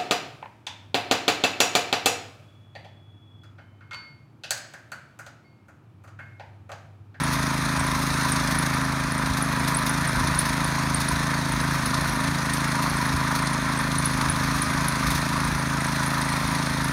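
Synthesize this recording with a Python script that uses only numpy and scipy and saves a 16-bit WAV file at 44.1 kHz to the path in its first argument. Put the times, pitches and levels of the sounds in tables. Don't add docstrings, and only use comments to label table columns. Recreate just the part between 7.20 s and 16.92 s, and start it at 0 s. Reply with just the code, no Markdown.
import sys
import numpy as np
from scipy import signal
from scipy.fft import rfft, irfft, next_fast_len
from scipy.io import wavfile
from scipy.ndimage import uniform_filter1d, map_coordinates

SR = 44100
rng = np.random.default_rng(int(sys.argv[2]) if len(sys.argv) > 2 else 0)


def wav_record(signal):
    frames = np.transpose(np.atleast_2d(signal))
    bounded = np.clip(frames, -1, 1)
    quanta = np.round(bounded * 32767).astype(np.int16)
    wavfile.write(sys.argv[1], SR, quanta)


def to_linear_factor(level_db):
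    exponent = np.asarray(level_db, float) / 20
    return 10 ** exponent


N = 428652
RATED_HZ = 26.85

# start_s, level_db
EFFORT = [(0.0, -36.5), (0.59, -36.5), (1.03, -35), (1.38, -35.5), (1.78, -38.5), (2.52, -37),
          (3.33, -36.5), (3.49, -37), (4.3, -37), (4.6, -36), (4.76, -37), (6.14, -37), (6.42, -38.5),
          (7.26, -36.5), (8.55, -37.5), (9.04, -36.5), (9.72, -37)]
CASING_BEATS = [
    (.08, 0.054, 0.94),
    (.31, 0.044, .4),
    (.53, 0.046, 0.69),
]
GEAR_BEATS = [
    (.21, 0.048, 0.72),
    (.33, 0.043, 0.81),
    (.49, 0.041, 0.58),
    (.88, 0.066, 0.18),
]


def engine():
    speed, _, cycle = crank()
    delayed_speed = np.roll(speed, round(.055 * SR))
    overspeed = np.clip(delayed_speed - RATED_HZ, -.25, 1.4)

    rattle_db = curves(EFFORT)[0]
    effort_db = rattle_db - rattle_db.mean()
    clatter_db = rattle_db + .5 * wobble(6)
    exhaust_db = -28.5 + 0.19 * wobble(4)
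    casing_db = -28.5 + 0.5 * effort_db + .5 * wobble(5)
    sizzle_db = -51.5 + 1.5 * effort_db + 0.76 * wobble(5.4)

    gear = beats(cycle, GEAR_BEATS, scatter_db=3.5)
    thrust = beats(cycle, CASING_BEATS, scatter_db=1)
    beat = to_linear_factor(exhaust_db + 1.1) * exhaust(cycle, overspeed, speed - RATED_HZ, drift_db=0.6)
    body = chuff(cycle) + casing(thrust) + fins(gear, thrust)
    return beat + to_linear_factor(casing_db) * body + to_linear_factor(clatter_db) * clatter(gear) + to_linear_factor(sizzle_db) * sizzle(gear)


# start_s, speed_hz (firings per second)
CRUISE = [(0.0, 26.83), (1.62, 26.755), (3.24, 27.121), (4.86, 27.159), (6.48, 26.747), (8.1, 27.085),
          (9.72, 26.996)]
# start_s, speed_lost_hz
BITES = [(0.67, 0.49), (1.18, 0.63), (1.94, 0.84), (2.09, 1.06), (2.27, 1.31), (2.42, 0.42), (2.57, 1.28),
         (2.89, 1.24), (3.72, 0.31), (4.29, 0.96), (4.57, 1.55), (4.67, 0.87), (4.85, 1.59), (4.97, 0.52),
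         (5.1, 0.49), (5.45, 0.34), (5.75, 0.64), (5.96, 0.45), (6.32, 0.31), (6.55, 0.64), (6.86, 0.5),
         (7.1, 0.46), (7.39, 1.01), (7.71, 0.84), (8.59, 0.26), (9.16, 0.7)]


def crank():
    hunt_hz, hunt_dies_s, start_cycle = 3.1, .4, .111
    t = np.arange(0, N + 64, 64) / SR
    bite_s, lost = np.transpose(BITES)
    since = np.maximum(t[:, None] - bite_s, 0)
    swings = -np.exp(-since / hunt_dies_s) * np.sin(2 * np.pi * hunt_hz * since)
    swing = np.interp(np.arange(N) / SR, t, swings @ lost)
    speed = curves(CRUISE)[0] + swing
    return speed, swing, start_cycle + np.cumsum(speed) / SR


# order (multiple of the firing rate), level_db
EXHAUST = [(1, -61), (2, -10), (3, -9), (4, -33), (5, 1), (6, -1.5), (7, -7), (8, -6), (9, -9), (10, -2),
           (11, -18.5), (12, -14), (13, -17), (14, -20), (15, -23.5), (16, -26), (17, -33), (18, -23),
           (19, -31), (20, -21), (21, -20.5), (22, -26), (23, -20), (24, -16.5), (25, -26), (26, -20)]
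# order, change_db (per firing/s of overspeed)
GOVERNOR = [(7, -1.5), (8, -2.5), (9, 2.5), (10, -5.5), (11, -2), (12, 1.5), (13, -1.5), (15, -2)]
# order, change_db (per firing/s)
REVVING = [(2, 2), (3, 1.2), (5, 1.9), (6, 2), (7, .5), (8, -1.8), (9, -1), (14, -2)]
# order, lag_rad (per firing/s of overspeed)
THROTTLE_LAG = [(7, .35), (8, .25), (9, -.5), (10, .6), (11, -.5), (12, .25), (13, .3)]


def exhaust(cycle, overspeed, revs, drift_db):
    orders, levels = np.transpose(EXHAUST)
    orders = np.round(orders)
    pulses = 0
    for at, size in [(.163, .72), (.484, -.46), (.504, 1)]:
        pulses = pulses + size * np.exp(-2j * np.pi * orders * at)
    phases = np.angle(pulses) - 1.96 - 5.2 * np.log(orders / 5)
    throttle, rise, lag = dict(GOVERNOR), dict(REVVING), dict(THROTTLE_LAG)
    jitter_rad = .013
    tones = np.zeros(N)
    for k, db, phase in zip(orders, levels, phases):
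        level_db = db + drift_db * wobble(7) + throttle.get(k, 0) * overspeed + rise.get(k, 0) * revs
        angle = 2 * np.pi * k * cycle + phase - lag.get(k, 0) * overspeed + jitter_rad * k * wobble(12)
        tones += to_linear_factor(level_db) * np.cos(angle)
    return unit(tones)


# pitch_hz, level_db (per Hz)
CHUFF = [(160, -9.5), (280, -10), (297, -1), (334, -18), (433, -16.5), (633, -8), (793, -10), (900, -7.5),
         (1170, -42), (1980, -120)]
CHUFF_BEATS = [
    (0.58, 0.037, 0.51),
    (0.38, 0.066, 0.29),
    (0.88, 0.016, 0.57),
]


def chuff(cycle):
    return to_linear_factor(-11.5) * rush(CHUFF, beats(cycle, CHUFF_BEATS, scatter_db=2.2), patchy_db=.8)


# pitch_hz, level_db (per Hz)
CASING = [(460, -33), (780, -14), (975, 3), (1100, -1), (1180, 1), (1450, -6), (1880, -28), (3190, -120)]


def casing(thrust):
    return to_linear_factor(-4) * rush(CASING, thrust, patchy_db=1.5, size=1024) + to_linear_factor(-7.0) * cowl(thrust)


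# pitch_hz, width_hz, level_db
COWL = [(643, 24, -12), (973, 21, -3), (1018, 7.9, -3.5), (1055.4, 13, -3.5), (1183.5, 30, -5),
        (1277, 23, -7), (1540, 18, -4.5), (1790, 15, -4), (4155, 81, -9)]


def cowl(gate):
    m = next_fast_len(N)
    f = np.fft.rfftfreq(m, 1 / SR)
    shake = rfft(rng.standard_normal(N) * gate, m)
    rings = np.zeros(N)
    for hz, width, db in COWL:
        resonance = f * width / (hz * hz - f * f + 1j * f * width)
        swell_db = 1.6 * wobble(3.08)
        rings += to_linear_factor(db + swell_db) * unit(irfft(shake * resonance, m)[:N])
    return unit(rings)


# pitch_hz, level_db (per Hz)
FINS = [(820, -24), (1400, 0), (1830, -0.5), (2010, -3.5), (2490, -7.5), (2930, -19.5), (3300, -12),
        (4290, -36), (7260, -120)]


def fins(gear, thrust):
    return to_linear_factor(-4.0) * rush(FINS, gear ** 0.45 * thrust ** 0.29, patchy_db=1.2, size=1024)


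# pitch_hz, level_db (per Hz)
CLATTER = [(1650, 1), (2800, -4.5), (3050, -13), (3580, 1.5), (4200, 1), (4780, -1.5), (6470, -1.5),
           (7640, -14.5), (8750, -4.5), (9360, -3.5), (11100, -11.5), (12200, -33.5), (15900, -49),
           (22000, -120)]


def clatter(gear):
    return to_linear_factor(1.5) * rush(CLATTER, gear, patchy_db=1.58, size=512)


# pitch_hz, level_db (per Hz)
SIZZLE = [(6590, -37), (11200, 2), (12100, -7), (14100, -2), (15100, -8.5), (16000, -18)]


def sizzle(gear):
    return to_linear_factor(2.5) * rush(SIZZLE, gear, patchy_db=1.5)


# start_s, peak_db, pitch_hz
PINGS = [(0.0373, -19, 10060), (1.9794, -24, 9200), (0.6669, -22, 10100), (1.0331, -22, 9020),
         (1.1209, -14.5, 9000), (1.3877, -13.5, 10000), (1.921, -21, 9700), (2.2253, -16, 10600),
         (3.1572, -23, 9400), (2.5701, -10.5, 10230), (2.6953, -13.5, 10100), (2.8749, -18, 9000),
         (3.0724, -20, 10100), (3.1901, -6, 9880), (3.4451, -20, 9700), (3.7459, -11, 9160),
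         (3.8871, -14, 9760), (4.3216, -21.5, 9700), (4.6578, -17.5, 10100), (5.3358, -18.5, 9200),
         (5.6974, -21, 10600), (6.3325, -22, 9650), (6.5904, -22.5, 9200), (6.7835, -11.5, 9800),
         (6.8568, -11, 10450), (7.0988, -11, 10260), (7.419, -12.5, 9660), (7.683, -14, 10930),
         (8.8628, -21, 9600), (9.6435, -21.5, 10800)]
# start_s, peak_db
TINE_PINGS = [(0.5955, -22), (0.9328, -26), (2.5471, -18.5), (5.7708, -21.5), (6.2592, -26), (6.5755, -25),
              (8.6058, -25), (8.6667, -25), (9.0139, -22.5), (9.0493, -29), (9.088, -29), (8.829, -29),
              (9.1232, -27)]


def pings():
    tine_hz = 8710
    out = np.zeros(N + SR)
    t = np.arange(SR // 10) / SR
    skid = np.exp(-.5 * ((t - .004) / np.where(t < .004, .001, .0024)) ** 2)
    skid += to_linear_factor(-12 - 60 * t / .11) * (t > .004)
    hits = list(PINGS) + [(s, db, tine_hz) for s, db in TINE_PINGS] + fine_grit()
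    for s, db, hz in hits:
        band = np.exp(-.5 * ((np.fft.rfftfreq(len(t), 1 / SR) - hz + 60) / 430) ** 2)
        scrape = irfft(rfft(rng.standard_normal(len(t))) * band) * skid
        ring_db = max(-8 - 6 * ((hz - 10850) / 250) ** 2, -21)
        ring = to_linear_factor(ring_db - 60 * t / 0.1) * (1 - np.exp(-t / 0.0032)) * np.sin(2 * np.pi * hz * t)
        start = max(round((s - .0035) * SR), 0)
        out[start:][:len(t)] += to_linear_factor(db - 0.6) * (scrape / abs(scrape).max() + ring)
    guard_band = [(6500, -30), (7900, 2), (8600, 0.5), (11300, -3), (12200, -14), (14000, -30)]  # Hz, dB
    out = coloured(out, guard_band)
    echo = to_linear_factor(-18) * np.roll(out, round(.02 * SR))
    return out[:N] + echo[:N]


def fine_grit():
    level_db, spread_db, low_hz, high_hz = -27, 2.5, 9200, 11200
    share, hunt_throws = .07, .3
    _, swing, cycle = crank()
    turn = np.arange(int(cycle[-1]) - 1)
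    chance, side, size, pitch = rng.random((len(turn), 4)).T
    thrown_at = turn + np.where(side < .6, .12, .5) + .08 * pitch
    s = np.interp(thrown_at, cycle, np.arange(N) / SR)
    hunting = uniform_filter1d(abs(swing), size=SR // 3)[(s * SR).astype(int)]
    rows = np.c_[s, level_db + spread_db * (2 * size - 1), low_hz + (high_hz - low_hz) * pitch]
    return list(rows[chance < share + hunt_throws * hunting])


# start_s, peak_db
KNOCKS = [(0.128, -32), (0.6389, -44), (0.8155, -38), (0.8649, -42), (1.0849, -37), (1.308, -34),
          (2.0627, -41), (2.168, -35), (2.4763, -31.5), (2.6612, -31.5), (3.1911, -32), (3.258, -37),
          (3.8, -33), (3.9135, -38), (4.5329, -38), (4.657, -34), (4.8708, -37), (5.333, -34), (5.62, -34),
          (6.1504, -33), (6.8418, -35), (7.3572, -37), (7.42, -37), (7.8645, -33), (7.9024, -30),
          (7.9488, -31.5), (8.9276, -43)]
# start_s, strokes, peak_db
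SLAPS = [(0.454, 2, -20), (0.5611, 1, -21), (0.7552, 1, -25), (1.16, 2, -16.5), (1.273, 2, -16.5),
         (1.4236, 2, -16), (2.0582, 1, -17), (2.4737, 1, -16), (2.6653, 1, -16), (2.9567, 2, -23),
         (3.0716, 1, -15), (3.292, 2, -17.5), (3.695, 1, -20), (3.8127, 1, -14.5), (4.3994, 1, -18),
         (4.7032, 1, -20), (4.7411, 1, -12.5), (5.0022, 3, -19), (5.298, 1, -19), (5.4415, 1, -19),
         (6.149, 1, -19), (6.2692, 1, -14), (6.7161, 2, -17.5), (7.01, 1, -15), (7.421, 2, -28),
         (7.6804, 1, -24), (7.864, 2, -26), (9.3536, 1, -24)]
# start_s, peak_db
CLUNKS = [(1.0415, -6), (1.9789, -15), (2.2817, -23), (2.6928, -9), (3.03, -13), (4.3964, -12),
          (4.7318, -4.5), (4.769, -10), (6.106, -4), (6.2185, -9.5), (6.555, -10), (6.5929, -6),
          (7.006, -8), (7.3048, -14), (7.5662, -10), (8.794, -7)]


def knocks():
    stones = rasps(KNOCKS, SIZZLE, gain_db=9.0, t60=.11) + rasps(KNOCKS, CLATTER, gain_db=12.5, t60=0.13)
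    shut = [(s + k / RATED_HZ, db) for s, strokes, db in SLAPS for k in range(round(strokes))]
    slaps = rasps(shut, CLATTER, gain_db=1.5, t60=0.042) + rasps(shut, SIZZLE, gain_db=-22, t60=.04)
    clods = rasps(CLUNKS, CASING, gain_db=2.0, t60=0.09)
    return stones + slaps + clods


def rasps(events, spectrum, gain_db, t60):
    out = np.zeros(N + SR)
    t = np.arange(SR // 20) / SR
    for s, db in events:
        envelope = to_linear_factor(db + gain_db - 60 * t / t60) * (1 - np.exp(-t / .003))
        out[round(s * SR):][:len(t)] += rng.standard_normal(len(t)) * envelope
    return coloured(out[:N], spectrum)


# pitch_hz, level_db (per Hz)
BUFFET = [(25, -34), (40, -18.5), (55, -11), (90, -15), (125, -22), (300, -26.5), (420, -40)]
# start_s (of the peak), peak_db, fall_s
GUSTS = [(0.16, -37, .04), (0.6, -33, .25), (1.1, -34, .2), (1.4, -31, .12), (1.78, -33, .1),
         (2.11, -20, .05), (2.43, -28, .08), (2.92, -29, .12), (3.1, -22.5, .15), (3.6, -36, .1),
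         (3.93, -28, .07), (4.45, -31, .2), (4.8, -26, 0.11), (5.06, -34, .07), (5.79, -30, .07),
         (5.97, -25, .04), (6.7, -36, 0.33), (7.13, -24, .08), (7.55, -28, .2), (7.92, -29, .08),
         (8.1, -33, .1), (8.33, -25, .11), (9.31, -32, .06)]


def wind():
    lull_db = -38.5
    t = np.arange(0, N + 64, 64) / SR
    peak_s, db, fall_s = np.transpose(GUSTS)
    gusts = np.exp(-abs(t[:, None] - peak_s) / fall_s) @ to_linear_factor(db)
    strength = to_linear_factor(lull_db) + np.interp(np.arange(N) / SR, t, gusts)
    return strength * to_linear_factor(-9.5) * rush(BUFFET, to_linear_factor(1.1 * wobble(8)), patchy_db=2.5)


def beats(cycle, table, scatter_db):
    gate = np.ones(N)
    for at, width, strength in table:
        turn = np.round(cycle - at)
        scatter = to_linear_factor(scatter_db * np.clip(rng.standard_normal(400), -2, 1.4))
        size = scatter[turn.astype(int) + 1]
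        away = (cycle - at - turn) / width
        gate += strength * size * np.exp(-.5 * (away * np.where(away < 0, 1.6, .8)) ** 2)
    return gate


def rush(spectrum, gate, patchy_db, size=256):
    z = signal.stft(rng.standard_normal(N), nperseg=size)[2]
    field = uniform_filter1d(rng.standard_normal(z.shape), size=3, axis=0)
    field = uniform_filter1d(field, size=3072 // size + 2, axis=1)
    noise = signal.istft(z * to_linear_factor(patchy_db * unit(field)), nperseg=size)[1][:N]
    return unit(coloured(gate * noise, spectrum))


def coloured(x, spectrum):
    m = next_fast_len(len(x) + 8192)
    hz, db = np.transpose(spectrum)
    log_f = np.log(np.fft.rfftfreq(m, 1 / SR) + 1)
    gain = to_linear_factor(np.interp(log_f, np.log(hz), db, left=-120, right=-120))
    return irfft(rfft(x, m) * gain, m)[:len(x)]


def wobble(rate):
    coarse = np.arange(0, N + 64, 64)
    knots = rng.standard_normal(int(N * rate / SR) + 4)
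    return np.interp(np.arange(N), coarse, map_coordinates(knots, [coarse * rate / SR]))


def curves(rows):
    s, *cols = np.transpose(rows)
    return [np.interp(np.arange(N) / SR, s, c) for c in cols]


def unit(x):
    return x / np.sqrt(np.mean(x ** 2) + 1e-20)


def scene():
    return (engine() + pings() + knocks() + wind())[None]


def band_limit(x):
    return signal.sosfilt(signal.butter(12, 16120, fs=SR, output="sos"), x)


def record(dry):
    limited = coloured(dry[0], [(10, 0), (15800, 0), (15950, -80)])[None]
    return band_limit(limited)


dry = scene()
out = record(dry)
wav_record(out)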